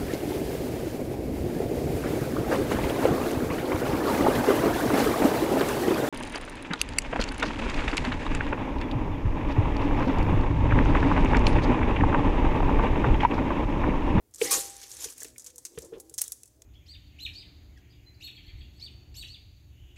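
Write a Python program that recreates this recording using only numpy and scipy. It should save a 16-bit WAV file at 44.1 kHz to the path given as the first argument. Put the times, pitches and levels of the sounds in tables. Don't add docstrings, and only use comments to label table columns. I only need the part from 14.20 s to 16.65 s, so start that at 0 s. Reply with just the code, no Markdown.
import sys
import numpy as np
from scipy import signal
from scipy.fft import rfft, irfft, next_fast_len
from scipy.io import wavfile
from scipy.ndimage import uniform_filter1d, map_coordinates

SR = 44100
rng = np.random.default_rng(int(sys.argv[2]) if len(sys.argv) > 2 else 0)


def persist_wave(psi):
    counts = np.round(np.clip(psi, -1, 1) * 32767).astype(np.int16)
    wavfile.write(sys.argv[1], SR, np.atleast_2d(counts).T)


N = 108045


def amp(db):
    return 10 ** (np.asarray(db) / 20)


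def unit(x):
    return x / np.sqrt(np.mean(x ** 2) + 1e-20)


def along(points, hz):
    f, values = np.transpose(points)
    return np.interp(np.log(hz + 1), np.log(f + 1), values)


def curves(rows):
    times, *columns = np.transpose(rows)
    return [np.interp(np.arange(N) / SR, times, column) for column in columns]


def wobble(rate):
    return map_coordinates(rng.standard_normal(int(N * rate / SR) + 4), [np.arange(N) * rate / SR])


def filtered(x, response):
    size = next_fast_len(x.shape[-1] + 8192)
    return irfft(rfft(x, size) * response(np.fft.rfftfreq(size, 1 / SR)), size)[..., :x.shape[-1]]


def coloured(x, spectrum):
    return unit(filtered(x, lambda hz: amp(along(spectrum, hz))))


def resonance(f, hz, width_hz):
    return 1j * f * width_hz / (hz * hz - f * f + 1j * f * width_hz)


def noise_band(size, hz, width_hz):
    return unit(filtered(rng.standard_normal(size), lambda f: resonance(f, hz, width_hz) ** 2))


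def add(track, start, x):
    part = track[round(start * SR):][:len(x)]
    part += x[:len(part)]


def ring(modes, t, tilt_db=0, pivot_hz=1000, scatter_db=1.5):
    out = np.zeros(len(t))
    for k, (hz, db, t60) in enumerate(modes):
        level_db = db + tilt_db * np.log2(hz / pivot_hz) + rng.normal(0, scatter_db)
        out += (-1) ** k * amp(level_db - 60 * t / t60) * np.sin(2 * np.pi * hz * t)
    return out


# (frequency [Hz], relative density [dB])
AIR_SPECTRUM = [(15, -30), (40, -15), (175, -7), (290, 2), (500, -13.5), (700, -11.5), (1200, -20),
                (3000, -25), (7500, -22.5), (16000, -20)]
# (frequency [Hz], relative density [dB])
HANDLING_SPECTRUM = [(25, -22), (45, -11.5), (68, 2), (90, -9), (115, -3), (150, -21.5), (250, -59)]
# (time [s], level [dB])
HANDLING_LEVELS = [(0.0, -67), (0.26, -70), (0.61, -61.5), (0.65, -69.5), (0.86, -59), (0.91, -71),
                   (1.1, -59), (1.25, -74.5), (1.42, -68.5), (1.52, -81.5), (1.58, -53), (1.64, -73),
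                   (1.98, -63), (2.01, -69), (2.41, -62.5), (2.45, -69)]


def background():
    air = coloured(rng.standard_normal(N), AIR_SPECTRUM)
    handling = coloured(rng.standard_normal(N), HANDLING_SPECTRUM)
    return amp(-70.5 + wobble(3.1)) * air + amp(curves(HANDLING_LEVELS)[0]) * handling


# (frequency [Hz], T60 [s])
KITCHEN_DECAY = [(300, 0.31), (2000, 0.59), (7000, 0.58), (15000, 0.32)]


def reverberation(x, delay_s=0.0047):
    out, block = np.zeros(N), SR // 8
    for start in range(0, N, block):
        hz, t, spectra = signal.stft(rng.standard_normal(SR // 2), SR, nperseg=256)
        decay = amp(-60 * t / along(KITCHEN_DECAY, hz)[:, None])
        tail = signal.istft(spectra * decay, SR, nperseg=256)[1]
        echo = signal.fftconvolve(x[start:start + block], tail / np.linalg.norm(tail))
        add(out, start / SR + delay_s, echo)
    return out


# (time [s], duration [s], frequency [Hz], drift [Hz], level [dB])
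POT_TONES = [(.94, 0.33, 255, 10.5, -64), (1.06, 0.12, 354, -23, -60), (1.0, 0.15, 640, 10, -67.5),
             (1.22, 0.44, 495, -10.5, -70.5), (1.31, 0.091, 498, -22, -60.5), (1.44, 0.39, 351, 0.5, -60.5),
             (1.83, 0.088, 336.4, 17.5, -56.5), (1.9, 0.26, 360.6, -4.5, -71), (1.9, 0.26, 470, -18, -68),
             (2.28, .17, 633, 75, -71), (2.35, 0.046, 292, -12.5, -63.5),
             (2.39, 0.055, 331.4, -40.5, -70.5)]


def pot_tones(waver_hz=14):
    out = np.zeros(N)
    for start, duration, hz, drift, db in POT_TONES:
        progress = np.arange(round(duration * SR)) / (duration * SR)
        pitch = hz + drift * (progress - .5) + waver_hz * wobble(44.8)[:len(progress)]
        envelope = amp(db + 3.7 * wobble(14.6)[:len(progress)]) * np.sqrt(np.sin(np.pi * progress))
        add(out, start, envelope * np.sin(2 * np.pi * np.cumsum(pitch) / SR))
    return out


# (time [s], level [dB])
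RUB_LEVELS = [(.15, -78.5), (.22, -62), (.25, -38.5), (.3, -50.5), (.38, -42), (.44, -57), (.63, -67.5),
              (.8, -63.5), (.92, -68), (1.04, -63.5), (1.11, -68), (1.38, -77.5), (1.55, -64.5),
              (1.64, -50), (1.7, -61.5), (1.77, -49.5), (1.83, -64), (2.08, -76), (2.2, -81), (2.45, -72)]
# (frequency [Hz], relative density [dB])
RUB_SPECTRUM = [(150, -11), (260, -11), (300, -1), (350, 1), (455, 0), (520, 0.5), (650, -15), (1100, -20),
                (2000, -60)]


def pot_rubbing():
    rumble = coloured(rng.standard_normal(N), RUB_SPECTRUM)
    return amp(curves(RUB_LEVELS)[0] + 2.3 * wobble(24.77)) * rumble


# (time [s], level [dB], rise [s])
WALL_BLOWS = [(.258, -35, .04), (1.77, -66.5, 0.021)]


def pot_wall(hz=794, t60=0.77):
    out, t = np.zeros(N), np.arange(SR) / SR
    for start, db, rise in WALL_BLOWS:
        envelope = amp(db - 60 * t / t60) * (1 - np.exp(-t / rise))
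        add(out, start, envelope * np.sin(2 * np.pi * hz * t))
    return out


# (time [s], level [dB], rise [s])
STRAINER_TAPS = [(.31, -32.5, 0.0048)]
# (frequency [Hz], relative level [dB], T60 [s])
STRAINER_MODES = [(1106.5, 4, .2), (1225, -4, 0.17), (1780, -17, 0.074), (2446, 7, 0.1), (2750, -8, 0.34),
                  (3830, -11, 0.21), (5000, -9, 0.27), (6555, -10.5, 0.51), (7060, -13.5, 0.22),
                  (7730, -5.5, .3), (8820, -13, .3), (8900, -9, .3), (11080, -13, 0.17)]


def strainer():
    out, t = np.zeros(N), np.arange(SR) / SR
    for start, db, rise in STRAINER_TAPS:
        add(out, start, amp(db) * ring(STRAINER_MODES, t) * (1 - np.exp(-t / rise)))
    return out


# (time [s], ring level [dB], tilt [dB/octave], contact time [s], thump level [dB],
# crunch level [dB], crunch frequency [Hz], crunch T60 [s], crunch Q [1])
POT_KNOCKS = [(.214, -20, 7, 0.0046, -41.5, -17, 2570, 0.023, 1.75),
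              (.248, -31, 1.5, 0.0057, -65, -30.5, 2040, 0.2, 5.2),
              (.322, -38, 19, 0.0035, -73, -35, 1290, 0.16, 2.2),
              (0.854, -46, -4, 0.0018, -52, -44, 2250, 0.033, 1.2),
              (1.017, -59.5, 0, 0.0016, -62, -41.5, 1620, 0.043, 2.7),
              (1.047, -51.5, -16, 0.0016, -62, -41.5, 2230, 0.026, 1.6),
              (1.159, -94, 1, .002, -80.5, -37, 2310, 0.019, 4.1),
              (1.38, -74, 10, .002, -80, -55.5, 920, 0.045, 3),
              (1.456, -83, 0, 0.0023, -64, -65, 1200, 0.019, 1.4),
              (1.548, -64.5, 7, 0.0024, -76, -55.5, 3000, 0.033, 1.2),
              (1.575, -38, -2, .002, -36.5, -34.5, 1810, 0.028, 0.55),
              (1.626, -47.5, -13.5, 0.0027, -62.5, -59, 1200, 0.11, 1),
              (1.722, -39, 3, 0.0022, -46.5, -49.5, 1420, 0.14, 1.4),
              (1.733, -38, 2, 0.0084, -50, -49.5, 3010, .12, 2),
              (1.758, -48, -15, 0.001, -51, -58, 890, 0.037, 1.2),
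              (1.91, -57.5, 10, 0.0015, -62, -67, 1500, 0.022, 1.8),
              (2.056, -75.5, 0, 0.0018, -80.5, -42.5, 3820, 0.074, 5),
              (2.121, -73, 0, .002, -77.5, -52, 2600, 0.022, 9.6),
              (2.233, -74, 0, .002, -77, -56, 2580, 0.037, 11)]
# (frequency [Hz], relative level [dB], T60 [s])
POT_MODES = [(293.8, -15.5, 0.27), (351.6, -13.5, .15), (394.7, -3, .1), (454.8, 8, 0.064), (505, -6, 0.11),
             (578, -16.5, 0.099), (842, -20.5, .06)]


def pot_knocks(thump_hz=152, thump_t60=0.066):
    out, t = np.zeros(N), np.arange(SR // 2) / SR
    for start, ring_db, tilt_db, contact, thump_db, crunch_db, hz, t60, q in POT_KNOCKS:
        crunch = amp(crunch_db - 60 * t / t60) * (1 - np.exp(-10 * t / t60))
        crunch *= noise_band(len(t), hz, hz / q)
        modes = amp(ring_db) * ring(POT_MODES, t, tilt_db, pivot_hz=POT_MODES[3][0])
        thump = amp(thump_db - 60 * t / thump_t60) * np.sin(2 * np.pi * thump_hz * t)
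        add(out, start, (modes + thump) * (1 - np.exp(-t / contact)) + crunch)
    return out


def grains(spectrum, level_db, per_second=1500, spread_db=5.5, decay_s=.0012, dense_db=-38):
    hits = rng.random(N) < per_second / SR
    impulses = hits * amp(spread_db * np.minimum(rng.exponential(size=N), 4))
    ticks = signal.lfilter([1], [1, -np.exp(-1 / (decay_s * SR))], impulses) * rng.standard_normal(N)
    blur_share = .5 + .5 / (1 + np.exp((dense_db - level_db) / 3))
    rush = np.sqrt(1 - blur_share) * unit(ticks) + np.sqrt(blur_share) * rng.standard_normal(N)
    spectra = signal.stft(rush, nperseg=256)[2]
    patches = uniform_filter1d(rng.standard_normal(spectra.shape), size=6, axis=0)
    patch_db = 2.5 * unit(uniform_filter1d(patches, size=5, axis=1))
    return coloured(signal.istft(spectra * amp(patch_db), nperseg=256)[1][:N], spectrum)


# (frequency [Hz], relative density [dB])
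FIZZ_SPECTRUM = [(1760, -12.5), (3000, -17), (3260, -11.5), (3970, -9.5), (6810, 0.5), (8340, -1.5),
                 (9200, -1), (14800, -11.5), (16000, -32)]
PATTER_SPECTRUM = [(350, 1), (600, -12.5), (804, -7), (1330, -11.5), (1510, -8), (1630, -6), (5000, 0.5),
                   (6500, 3), (11000, -120)]
# (time [s], fizz level [dB], patter re fizz [dB])
STREAM_LEVELS = [(.1, -100, -16), (.14, -72.5, 7), (.19, -48.5, -18), (.215, -37, -8), (.245, -30, -6),
                 (.27, -38, -0.5), (.303, -40, 0.5), (.312, -21, -15), (.33, -22.5, -10.5),
                 (.4, -33, -11.5), (.5, -48.5, -4), (.58, -55, 0), (.64, -50.5, 2), (.68, -55.5, -3.5),
                 (.73, -46.5, -7.5), (.77, -54, -2.5), (.82, -43, -3.5), (.845, -34, -12),
                 (.88, -50.5, 0.5), (.91, -45, -14), (.955, -61, -4.5), (1.02, -47.5, -5), (1.07, -52, -9),
                 (1.13, -70.5, -7), (1.2, -64.5, -16), (1.28, -57, -3.5), (1.33, -72, -1), (1.47, -59, -25),
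                 (1.54, -67, -7.5), (1.6, -56, -7), (1.7, -70.5, -3), (1.85, -70.5, -10), (1.97, -66, -17),
                 (2.03, -47.5, -17), (2.15, -68, -19), (2.3, -75, -9.5), (2.45, -82, 3)]


def rice_stream():
    level_db, patter_db = curves(STREAM_LEVELS)
    pouring = np.arange(N) >= STREAM_LEVELS[0][0] * SR
    surge = pouring * amp(level_db + 0.76 * wobble(61.04))
    return surge * (grains(FIZZ_SPECTRUM, level_db) + amp(patter_db) * grains(PATTER_SPECTRUM, level_db))


# (time [s], nominal peak level [dB], centre frequency [Hz], patter re fizz [dB],
# T60 [s], snap re fizz [dB])
RICE_CLUMPS = [(0.1105, -55, 8870, -24, 0.04, 0), (0.1388, -37, 6380, -32, 0.045, -12),
               (0.1456, -28, 8300, -30, 0.02, -18), (0.1584, -29, 7100, -31, 0.027, -8),
               (0.183, -36, 6170, -13, 0.057, -4), (0.5655, -28.5, 7060, -32, 0.017, -13),
               (0.6138, -37, 5450, -30, 0.021, -1.5), (0.715, -30, 6220, -19, 0.047, -1.5),
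               (0.7676, -26.5, 6500, -38, 0.017, -15), (0.843, -21, 6900, -5.5, 0.035, -7),
               (0.9004, -30.5, 6340, -21, 0.042, -14), (0.9807, -33, 6190, -9, 0.023, 6),
               (1.0035, -29, 6740, -45, 0.069, 4), (1.0322, -23, 6950, -48, 0.016, 8),
               (1.0456, -28.5, 8100, -4.5, 0.028, 6.5), (1.1815, -25.5, 7800, -33, 0.025, 1),
               (1.1957, -34, 6900, -39, 0.079, -7), (1.2204, -39, 6000, -34, 0.026, -1.5),
               (1.2439, -33, 7900, -35, 0.042, 0), (1.263, -28.5, 6700, -16, 0.072, -8),
               (1.3027, -39.5, 6950, -31, 0.029, -10), (1.359, -34, 7500, -45, 0.023, 4),
               (1.3817, -33, 8100, -54, 0.05, 12), (1.4512, -24, 6340, -15, 0.052, 2),
               (1.4656, -30.5, 5940, -14, 0.03, -1.5), (1.586, -27.5, 8200, -7, 0.028, -3),
               (1.6205, -36.5, 6060, -18, 0.062, 4), (1.6471, -40.5, 8100, -29, 0.091, -4),
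               (1.782, -49.5, 5720, -35.5, 0.03, 0), (1.7999, -32, 10600, -49, 0.053, 8),
               (1.896, -32.5, 9480, -30, 0.028, -8.5), (1.9403, -29.5, 8260, -50.5, 0.046, 4.5),
               (1.9801, -21, 7400, -22, 0.061, 10.5), (1.9841, -18, 5750, -13, 0.056, -6),
               (1.9911, -23, 9640, -37, 0.025, 1.5), (2.01, -28, 6080, -15, 0.062, 3),
               (2.0164, -9.5, 11230, -16.5, 0.029, 1.5), (2.0392, -24.5, 7200, -16, 0.036, 0.5),
               (2.0797, -22, 8960, -45, 0.015, -8), (2.1205, -20.5, 7470, -47.5, 0.028, 7),
               (2.1284, -34, 9430, -54, 0.05, 2), (2.233, -27.5, 6910, -23.5, 0.014, -8),
               (2.2568, -43, 9000, -33.5, 0.049, 1), (2.2763, -44, 8100, -35, 0.036, 0),
               (2.4199, -36.5, 7210, -3, 0.02, 0.5)]


def rice_clumps(q=2.54, broadband=0.17, crest_db=8, rise_s=.00025, snap_t60=0.0028):
    out, t = np.zeros(N), np.arange(SR // 8) / SR
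    for start, peak_db, hz, patter_db, t60, snap_db in RICE_CLUMPS:
        tinted = filtered(rng.standard_normal(len(t)), lambda f: broadband + abs(resonance(f, hz, hz / q)))
        fizz = coloured(tinted, FIZZ_SPECTRUM)
        patter = amp(patter_db) * coloured(rng.standard_normal(len(t)), PATTER_SPECTRUM)
        snap = amp(snap_db - 60 * t / snap_t60) * noise_band(len(t), hz=10400, width_hz=9000)
        envelope = amp(-60 * t / t60) * (1 - np.exp(-t / rise_s))
        add(out, start, amp(peak_db - crest_db) * (snap + envelope * (fizz + patter)))
    return out


def scene(rice_cutoff_hz=440, room_db=-17.5):
    rice = filtered(rice_stream() + rice_clumps(), lambda hz: 1 / (1 + (rice_cutoff_hz / (hz + 1)) ** 4))
    direct = rice + pot_knocks() + pot_rubbing() + strainer() + pot_wall()
    return (direct + amp(room_db) * reverberation(direct) + pot_tones() + background())[None]


def record(dry, ceiling=.26, knee=5):
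    soft = dry / (1 + np.abs(dry / ceiling) ** knee) ** (1 / knee)
    return filtered(soft, lambda hz: np.where(hz < 15900, 1, amp(-22) * (hz < 16800)))


dry = scene()
out = record(dry)
persist_wave(out)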